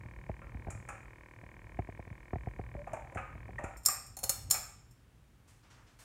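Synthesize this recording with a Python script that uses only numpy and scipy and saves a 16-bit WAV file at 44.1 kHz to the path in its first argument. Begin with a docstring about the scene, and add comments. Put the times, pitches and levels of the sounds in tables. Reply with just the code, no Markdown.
"""A ceiling fan in a small room, heard from a hand-held camera just below it. A dry electric buzz ticks
39 times a second over faint room air, while the hand rumbles and fingers bump the camera's case.
The lamp goes out with a clack. A hand draws the bead chain taut, and the hollow housing creaks and
knocks. The buzz stops, and the pull switch snaps and rings through two pulls.
Last, a sleeve rustles softly in the still room."""
import sys
import numpy as np
from scipy import signal
from scipy.fft import rfft, irfft, next_fast_len
from scipy.io import wavfile
from scipy.ndimage import uniform_filter1d, map_coordinates

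SR = 44100
rng = np.random.default_rng(int(sys.argv[2]) if len(sys.argv) > 2 else 0)


def transcribe(u):
    """Save the signal u as a 16-bit wav file named by the first command-line argument.

    u: samples, shape (n,) or (channels, n), limited to [-1, 1]; the rate is SR.
    q: integer samples, one column per channel.
    """
    v = np.clip(np.atleast_2d(u).T, -1, 1)
    q = np.round(v * 32767).astype(np.int16)
    wavfile.write(sys.argv[1], SR, q)


N = 266628
T = np.arange(N) / SR
SHOT_T = T[:SR * 2 // 3]  # time axis of a one-shot

# Levels in the tables are relative: each layer adds its own trim.
# noise colours of the bed (f/Hz, level/dB)
AIR_EQ = [(60, -6), (130, -2.5), (300, -5.5), (700, -16), (1500, -14.5), (3000, -20), (4500, -25),
          (9500, -26.5), (10600, -29.5), (16000, -31.5)]  # still room and microphone hiss
SWAY_EQ = [(20, -24.5), (32, -3.5), (44, 16.5), (65, 17), (90, -7), (160, -50)]  # the hand's slow sway
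RUMBLE_EQ = [(45, -29), (75, -1), (115, 5), (170, -7), (260, -16), (600, -61.5)]  # the grip's rumble
RUB_EQ = [(120, -10.5), (220, 4), (400, 2), (720, -1), (1100, -4.5), (2000, -26), (4000, -55)]  # skin on the case
WHIR_EQ = [(100, 11.5), (250, 4), (550, 6), (900, 6), (1300, -1.5), (2400, 0), (3300, -27), (5000, -38),
           (6500, -12.5), (9700, -20), (10600, -51), (16000, -56)]  # the whir under the buzz
# how restlessly the hand holds the camera (t/s, level/dB)
GRIP_CURVE = [(0.0, -54), (0.71, -51), (1.33, -61), (1.63, -53.5), (2.34, -58.5), (2.52, -49.5),
              (2.81, -52), (3.13, -53.5), (3.59, -51.5), (3.94, -61), (4.16, -59.5), (4.46, -50),
              (4.88, -64), (6.05, -65.5)]
# partials of one buzz tick (f/Hz, level/dB, time to peak/s)
TICK_PARTIALS = [(348, -56, 0.00345), (492, -55.5, 0.00257), (890, -65.5, 0.00214), (1030, -56, 0.00241),
                 (1678, -57.5, 0.002023), (1823, -51, 0.001864), (2208, -52.5, 0.00211),
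                 (2330, -55, 0.002001), (2990, -72.5, 0.00202)]

# fingers on the camera (t/s, level/dB, hardness: 0 = soft pad .. 1 = hard tap)
BUMP_CUES = [(.053, -49.5, 0.47), (.294, -39, 0.84), (.547, -42.5, 0.23), (.668, -42.5, 0.78),
             (.682, -44.5, .9), (.749, -46.5, .2), (1.433, -54, 0.79), (1.789, -35, 1), (1.887, -46, 0.95),
             (1.992, -46, 0.87), (2.07, -52.5, 0.76), (2.11, -45.5, 0.14), (2.331, -36, 0.96),
             (2.356, -39.5, 0.79), (2.47, -39, 0.79), (2.592, -41, 0.96), (2.749, -45.5, 1),
             (3.157, -41.5, 1), (3.352, -49.5, 0.66), (3.49, -49, 1), (3.638, -41.5, 0.9), (4.238, -51, 1),
             (4.294, -50, 0.88), (4.46, -55.5, .1)]
# colour of a finger's first touch (f/Hz, level/dB)
TOUCH_EQ = [(500, 7.5), (950, 2.5), (1300, -7), (2000, -4), (2800, -21), (4000, -74), (8000, -82)]
# modes of the camera's case, from sharpest knock to slowest flex (f/Hz, level/dB, t60/s)
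KNOCK_MODES = [(385, -5, 0.037), (480, 3.7, 0.012), (677, 3.5, 0.023), (786, 1.2, 0.017)]
THUD_MODES = [(156, 4.1, 0.033), (250, 0.88, 0.03)]
BOOM_MODES = [(56.6, -1.5, 0.33), (93, 17, 0.059)]

# clacks as the lamp goes out, then chain tugs (t/s, body level/dB, rattle level/dB, tick level/dB)
KNOCK_CUES = [(.416, -52.5, -54.5, -85), (.703, -49, -50.5, -49.5), (0.887, -40, -38.5, -52),
              (2.872, -43, -51, -71), (2.932, -39.5, -44.5, -55.5), (2.966, -42.5, -62, -73),
              (3.12, -47.5, -62, -74), (3.147, -51, -54, -59), (3.171, -40, -35.5, -66),
              (3.186, -44, -44.5, -67), (3.587, -37, -46, -64.5), (3.638, -42, -43, -54)]
# colours of a knock (f/Hz, level/dB)
BODY_EQ = [(200, -10), (450, -13.5), (570, 2.5), (670, -5.5), (770, 4), (950, -6.5), (1300, -15),
           (2500, -59)]  # the hollow housing
RATTLE_EQ = [(600, -26.5), (1000, -5.5), (1230, 11.5), (1500, 4), (1800, 0.5), (2100, -0.5), (2500, 3.5),
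             (3000, -18.5), (4700, -37.5), (8000, -33), (14000, -62.5)]  # its loose parts
BRIGHT_TICK_EQ = [(3000, -20), (4400, -23.5), (5200, -17.5), (6400, -2), (7300, 1.5), (8300, -3.5), (9600, -5.5),
                  (11000, -20.5), (14000, -21), (16000, -37)]  # a bright tick on each clack and tug
# the small room's reverb decay (f/Hz, t60/s)
ROOM_DECAY = [(150, 0.12), (700, 0.52), (2500, 0.55), (5500, 0.55), (9000, 0.43), (15000, 0.31)]
# the taut chain creaks in its guide and in the switch (t/s, length/s, f/Hz, level/dB)
CREAK_CUES = [(2.768, 0.061, 576, -44), (2.872, 0.0093, 710, -35.5), (2.933, 0.01, 655, -31),
              (3.583, 0.008, 1850, -32.5), (3.884, 0.011, 1182, -33), (4.23, 0.024, 555, -43.5),
              (4.297, 0.015, 554, -42)]

# the slack chain brushes the switch (t/s, level/dB)
JINGLE_CUES = [(3.769, -56.5), (3.8334, -60), (4.0638, -56), (4.9097, -68.5)]
# the chain is let go and the switch springs back
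# (t/s, level/dB, chain still drawn 0..1, rebound delay/s, rebound level/dB)
RELEASE_CUES = [(3.8598, -18.5, 0.09, .0257, -27), (4.5094, -18.5, 0.44, .0333, -30.5)]
# the chain is drawn and the pawl climbs its ratchet (t/s, click level/dB, housing body level/dB)
PAWL_CUES = [(4.168, -43, -46.5), (4.189, -45.5, -55), (4.232, -41, -43), (4.2377, -32, -44.5),
             (4.2939, -25, -42.5)]
# the switch's metal ring (f/Hz, level springing back/dB, level being drawn/dB, t60/s)
SWITCH_MODES = [(4250, -32, -20, .16), (4324, -31, -16.5, .38), (5222, -18, -28, .36),
                (5360, -15, -16, .22), (5575, -16, -26, .31), (6390, -25, -13, .15), (6870, -23, -10, .16),
                (7110, -13, -11, .21), (7278, -14, -24, .2), (7385, -14, -26, .26), (7452, -13, -26, .32),
                (7540, -18, -22, .36), (8382, -11.5, -21, .42), (8600, -19, -24, .22), (9432, -14, -9, .2),
                (9800, -27, -21, .15), (11100, -26, -14, .16), (12070, -19, -23, .3),
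                (12208, -13.5, -21, .34), (12770, -25, -16, .2), (13370, -19, -15, .2)]
# ratchet clatter, springing back and being drawn (f/Hz, level/dB)
SPRING_BACK_EQ = [(2800, -33), (3800, -20.5), (4900, -15), (5400, 4.5), (6000, -20), (7300, 7.5),
                  (8000, -10), (8550, -0.5), (9050, -10), (9450, -6), (10400, -25.5), (12200, -5),
                  (14400, -15), (15800, -14.5)]
DRAWN_EQ = [(2800, -16.5), (4000, -17.5), (4900, -20.5), (5400, -5), (5900, -15), (6900, -6), (7800, -9),
            (9450, -6.5), (10400, -14), (11200, -7.5), (13400, -10), (15800, -11.5)]

# sleeve strokes (t/s, level/dB, low-pass f/Hz)
SLEEVE_CUES = [(5.475, -59.5, 10600), (5.63, -58.5, 4960), (5.7, -54.5, 6430), (5.77, -54.5, 2036),
               (5.865, -59.5, 6420), (5.987, -53, 11700)]
# colour of brushed cloth (f/Hz, level/dB)
CLOTH_EQ = [(200, -18), (450, -8), (1100, -0.5), (2600, -6.5), (4000, -9.5), (6000, -6.5), (9200, -6),
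            (11000, -12), (15500, -5)]

MAINS_HZ, TOP_HZ = 120, 15750
BUZZ_RATE_HZ, BUZZ_START_S, BUZZ_END_S = 39.172, .0087, 3.775
HARD_KNOCK_DB, SOFT_LOSS_DB = 13.5, 20  # a hard tap's extra knock; what a soft pad takes off
SLIP_LEAD_S, SLIP_DB = .0085, -22  # the pawl slips just ahead of each snap, and softer
JINGLE_T60_S, PAWL_T60_S, SNAP_T60_S, REBOUND_T60_S = .083, .034, .028, .0095
KNOCK_T60_S, PAWL_KNOCK_T60_S = .1, .065
PAWL_RATTLE_DB = -18.5  # the housing's rattle follows the click's level
# a release jolts the housing (body level/dB, rattle level/dB, t60/s)
SNAP_JOLT, REBOUND_JOLT = (-46.5, -47, .18), (-44.5, -39, .14)


def amp(db):
    """Decibels to gain."""
    return 10 ** (np.asarray(db) / 20)


def along(points, hz):
    """Read a curve of (f/Hz, value) points on a log frequency axis."""
    freqs, values = np.transpose(points)
    return np.interp(np.log(hz + 1), np.log(freqs), values)


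def noise(eq, size=len(SHOT_T)):
    """Coloured noise of rms 1, by default as long as a one-shot."""
    gain = amp(along(eq, np.fft.rfftfreq(size, 1 / SR)))
    coloured = irfft(rfft(rng.standard_normal(size)) * gain, size)
    return coloured / np.sqrt(np.mean(coloured ** 2) + 1e-20)


def wobble(rate_hz):
    """A smooth random modulator."""
    knots = rng.standard_normal(int(N * rate_hz / SR) + 4)
    return map_coordinates(knots, [T * rate_hz])


def fade(t60_s, attack_s):
    """Envelope of a hit: a quick rise and an exponential decay."""
    return amp(-60 * SHOT_T / t60_s) * (1 - np.exp(-SHOT_T / attack_s))


def partial(hz, width_hz):
    """A tone whose phase drifts, as loose metal parts shift against each other."""
    jitter = uniform_filter1d(rng.standard_normal(len(SHOT_T)), size=64)
    drift = np.cumsum(jitter) * np.sqrt(2 * np.pi * width_hz / SR)
    return np.sin(2 * np.pi * (hz * SHOT_T + rng.random()) + drift)


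def add(track, s, sound):
    """Mix a sound into a track at s seconds."""
    part = track[max(round(s * SR), 0):][:len(sound)]
    part += sound[:len(part)]


def in_room(sound, wet_db, build_s):
    """A one-shot plus the walls' reverb, which builds up and lasts longest in the mids."""
    hz, t, spectrum = signal.stft(rng.standard_normal(len(SHOT_T)), SR, nperseg=256)
    decay = amp(-60 * t / along(ROOM_DECAY, hz)[:, None])
    tail = signal.istft(spectrum * decay, SR, nperseg=256)[1][:len(SHOT_T)]
    tail *= 1 - np.exp(-SHOT_T / build_s)
    wet = signal.fftconvolve(sound, tail / np.linalg.norm(tail))[:len(sound)]
    return sound + amp(wet_db) * wet


def room_tone():
    """Still air and a faint, wavering mains hum."""
    hum = amp(-72 + 1.5 * wobble(3)) * np.sin(2 * np.pi * MAINS_HZ * T)
    return hum + amp(-69) * noise(AIR_EQ, N)


def handling():
    """One restless grip drives slow sway, rumble and an uneven rub of skin on the case."""
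    grip_db = np.interp(T, *np.transpose(GRIP_CURVE))
    restless_db = grip_db - grip_db.mean()
    flutter = wobble(20)
    sway = amp(-1 + 1.1 * restless_db) * noise(SWAY_EQ, N)  # swings wider than the grip
    rumble = amp(-1 + restless_db + 2.2 * flutter) * noise(RUMBLE_EQ, N)
    rub = amp(-15 + restless_db + 1.6 * flutter + 1.4 * wobble(70)) * noise(RUB_EQ, N)
    return amp(grip_db.mean()) * (sway + rumble + rub)


def fan_buzz():
    """Evenly spaced, nearly identical electric ticks over a soft whir; both stop together."""
    t = T[:SR // 20]
    tick = np.zeros(len(t))
    for hz, db, peak_s in TICK_PARTIALS:
        swell = (t / peak_s * np.exp(1 - t / peak_s)) ** 2
        tick += amp(db) * swell * np.sin(2 * np.pi * hz * (t - peak_s))
    track = np.zeros(N)
    for s in np.arange(BUZZ_START_S, BUZZ_END_S, 1 / BUZZ_RATE_HZ):
        add(track, s, tick * amp(rng.normal(0, .57)))
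    gate = np.clip((BUZZ_END_S - T) / .032, 0, 1)
    return track + gate * amp(-67) * noise(WHIR_EQ, N)


def case_ring(modes, attack_s):
    """The camera's case rings at slightly different pitches wherever it is touched."""
    ring = np.zeros(len(SHOT_T))
    for k, (hz, db, t60) in enumerate(modes):
        gain = (-1) ** k * amp(db + rng.normal(0, .24))  # neighbouring modes in opposite polarity
        detuned_hz = hz * np.exp(rng.normal(0, .06))
        ring += gain * fade(t60, attack_s) * np.sin(2 * np.pi * detuned_hz * SHOT_T)
    return ring


def finger_bumps():
    """Bumps reach the microphone through the case, so they stay dry; harder touches knock more."""
    track = np.zeros(N)
    for s, db, hardness in BUMP_CUES:
        knock_db = db + HARD_KNOCK_DB - SOFT_LOSS_DB * (1 - hardness)
        touch = amp(knock_db - 8) * noise(TOUCH_EQ) * fade(t60_s=.033, attack_s=.0014)
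        knock = amp(knock_db + 2) * case_ring(KNOCK_MODES, attack_s=.0049)
        thud = amp(db + 5) * case_ring(THUD_MODES, attack_s=.0014)
        boom = amp(db + 1.5) * case_ring(BOOM_MODES, attack_s=.0097)
        add(track, s, touch + knock + thud + boom)
    return track


def housing_jolts():
    """Every knock, pawl click, snap and rebound as (t/s, body level/dB, rattle level/dB, t60/s)."""
    cues = [(s, body_db, rattle_db, KNOCK_T60_S) for s, body_db, rattle_db, _ in KNOCK_CUES]
    cues += [(s, body_db, db + PAWL_RATTLE_DB, PAWL_KNOCK_T60_S) for s, db, body_db in PAWL_CUES]
    for s, _, _, delay, _ in RELEASE_CUES:
        cues += [(s, *SNAP_JOLT), (s + delay, *REBOUND_JOLT)]
    return cues


def housing_knocks():
    """Each jolt knocks the hollow housing and rattles its loose parts, with plenty of room on it."""
    track = np.zeros(N)
    for s, body_db, rattle_db, t60 in housing_jolts():
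        body = amp(body_db) * noise(BODY_EQ)
        rattle = amp(rattle_db) * noise(RATTLE_EQ)
        knock = amp(.5) * (body + rattle) * fade(t60, attack_s=.0017)
        add(track, s, in_room(knock, wet_db=-3, build_s=.0074))
    return track


def bright_ticks():
    """A short, bright hiss with no clear ring tops each clack and tug."""
    track = np.zeros(N)
    for s, _, _, db in KNOCK_CUES:
        tick = amp(db + 3.5) * noise(BRIGHT_TICK_EQ) * fade(t60_s=.075, attack_s=.0006)
        add(track, s, in_room(tick, wet_db=-5.5, build_s=.005))
    return track


def chain_creaks():
    """Brief stick-slip tones as the chain tightens."""
    track = np.zeros(N)
    for s, length, hz, db in CREAK_CUES:
        progress = np.minimum(SHOT_T / length, 1)
        swell = np.sqrt(np.abs(np.sin(np.pi * progress)))
        creak = amp(db) * swell * partial(hz, width_hz=5.6)
        add(track, s, in_room(creak, wet_db=-10.5, build_s=.0041))
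    return track


def switch_contacts():
    """Hits in the switch as (t/s, level/dB, 0 = springing back .. 1 = being drawn, t60/s)."""
    cues = [(s, db, 1, PAWL_T60_S) for s, db, _ in PAWL_CUES]
    cues += [(s, db, 0, JINGLE_T60_S) for s, db in JINGLE_CUES]
    for s, db, drawn, delay, rebound_db in RELEASE_CUES:
        slip = (s - SLIP_LEAD_S, db + SLIP_DB, 1, PAWL_T60_S)
        snap = (s, db, drawn, SNAP_T60_S)
        rebound = (s + delay, rebound_db, drawn, REBOUND_T60_S)
        cues += [slip, snap, rebound]
    return cues


def pull_switch():
    """Each contact is a burst of ratchet clatter and a metal ring, coloured by how the chain moves."""
    track = np.zeros(N)
    for s, db, drawn, t60 in switch_contacts():
        clatter = np.sqrt(1 - drawn) * noise(SPRING_BACK_EQ) + np.sqrt(drawn) * noise(DRAWN_EQ)
        drive = np.minimum(amp(5.5) * fade(t60, attack_s=.00024), 1)  # holds while the beads run
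        ring = np.zeros(len(SHOT_T))
        for hz, back_db, drawn_db, ring_t60 in SWITCH_MODES:
            mode_db = back_db + drawn * (drawn_db - back_db) + rng.normal(0, 1)
            envelope = fade(ring_t60, attack_s=.00082) + 2.1 * drive  # driven, then ringing freely
            ring += amp(mode_db) * envelope * partial(hz, width_hz=2 / ring_t60)
        burst = in_room(amp(-2) * clatter * drive, wet_db=-4.5, build_s=.0031)
        add(track, s, amp(db) * (burst + amp(-3.5) * ring))
    return track


def sleeve_rustle():
    """Soft brushes of cloth, each with its own low-pass: bright for a quick stroke, dull for a slow."""
    track = np.zeros(N)
    for s, db, cutoff_hz in SLEEVE_CUES:
        lowpass = signal.butter(3, cutoff_hz, fs=SR, output="sos")
        brush = signal.sosfilt(lowpass, noise(CLOTH_EQ))
        add(track, s, amp(db) * brush * fade(t60_s=.55, attack_s=.0051))
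    return track


def scene():
    """The mono mix of all layers at the camera's microphone."""
    bed = room_tone() + handling() + fan_buzz()
    hits = finger_bumps() + housing_knocks() + bright_ticks() + chain_creaks() + pull_switch()
    return (bed + hits + sleeve_rustle())[None]


def record(dry):
    """The camera's bandwidth: a brick-wall top and a 25 Hz low cut."""
    size = next_fast_len(N + SR // 2)
    hz = np.fft.rfftfreq(size, 1 / SR)
    high_cut = 1 / np.sqrt(1 + (hz / TOP_HZ) ** 160)
    band = irfft(rfft(dry, size) * high_cut, size)[:, :N]
    low_cut = signal.butter(2, 25, "highpass", fs=SR, output="sos")
    return signal.sosfilt(low_cut, band)


dry = scene()
out = record(dry)
transcribe(out)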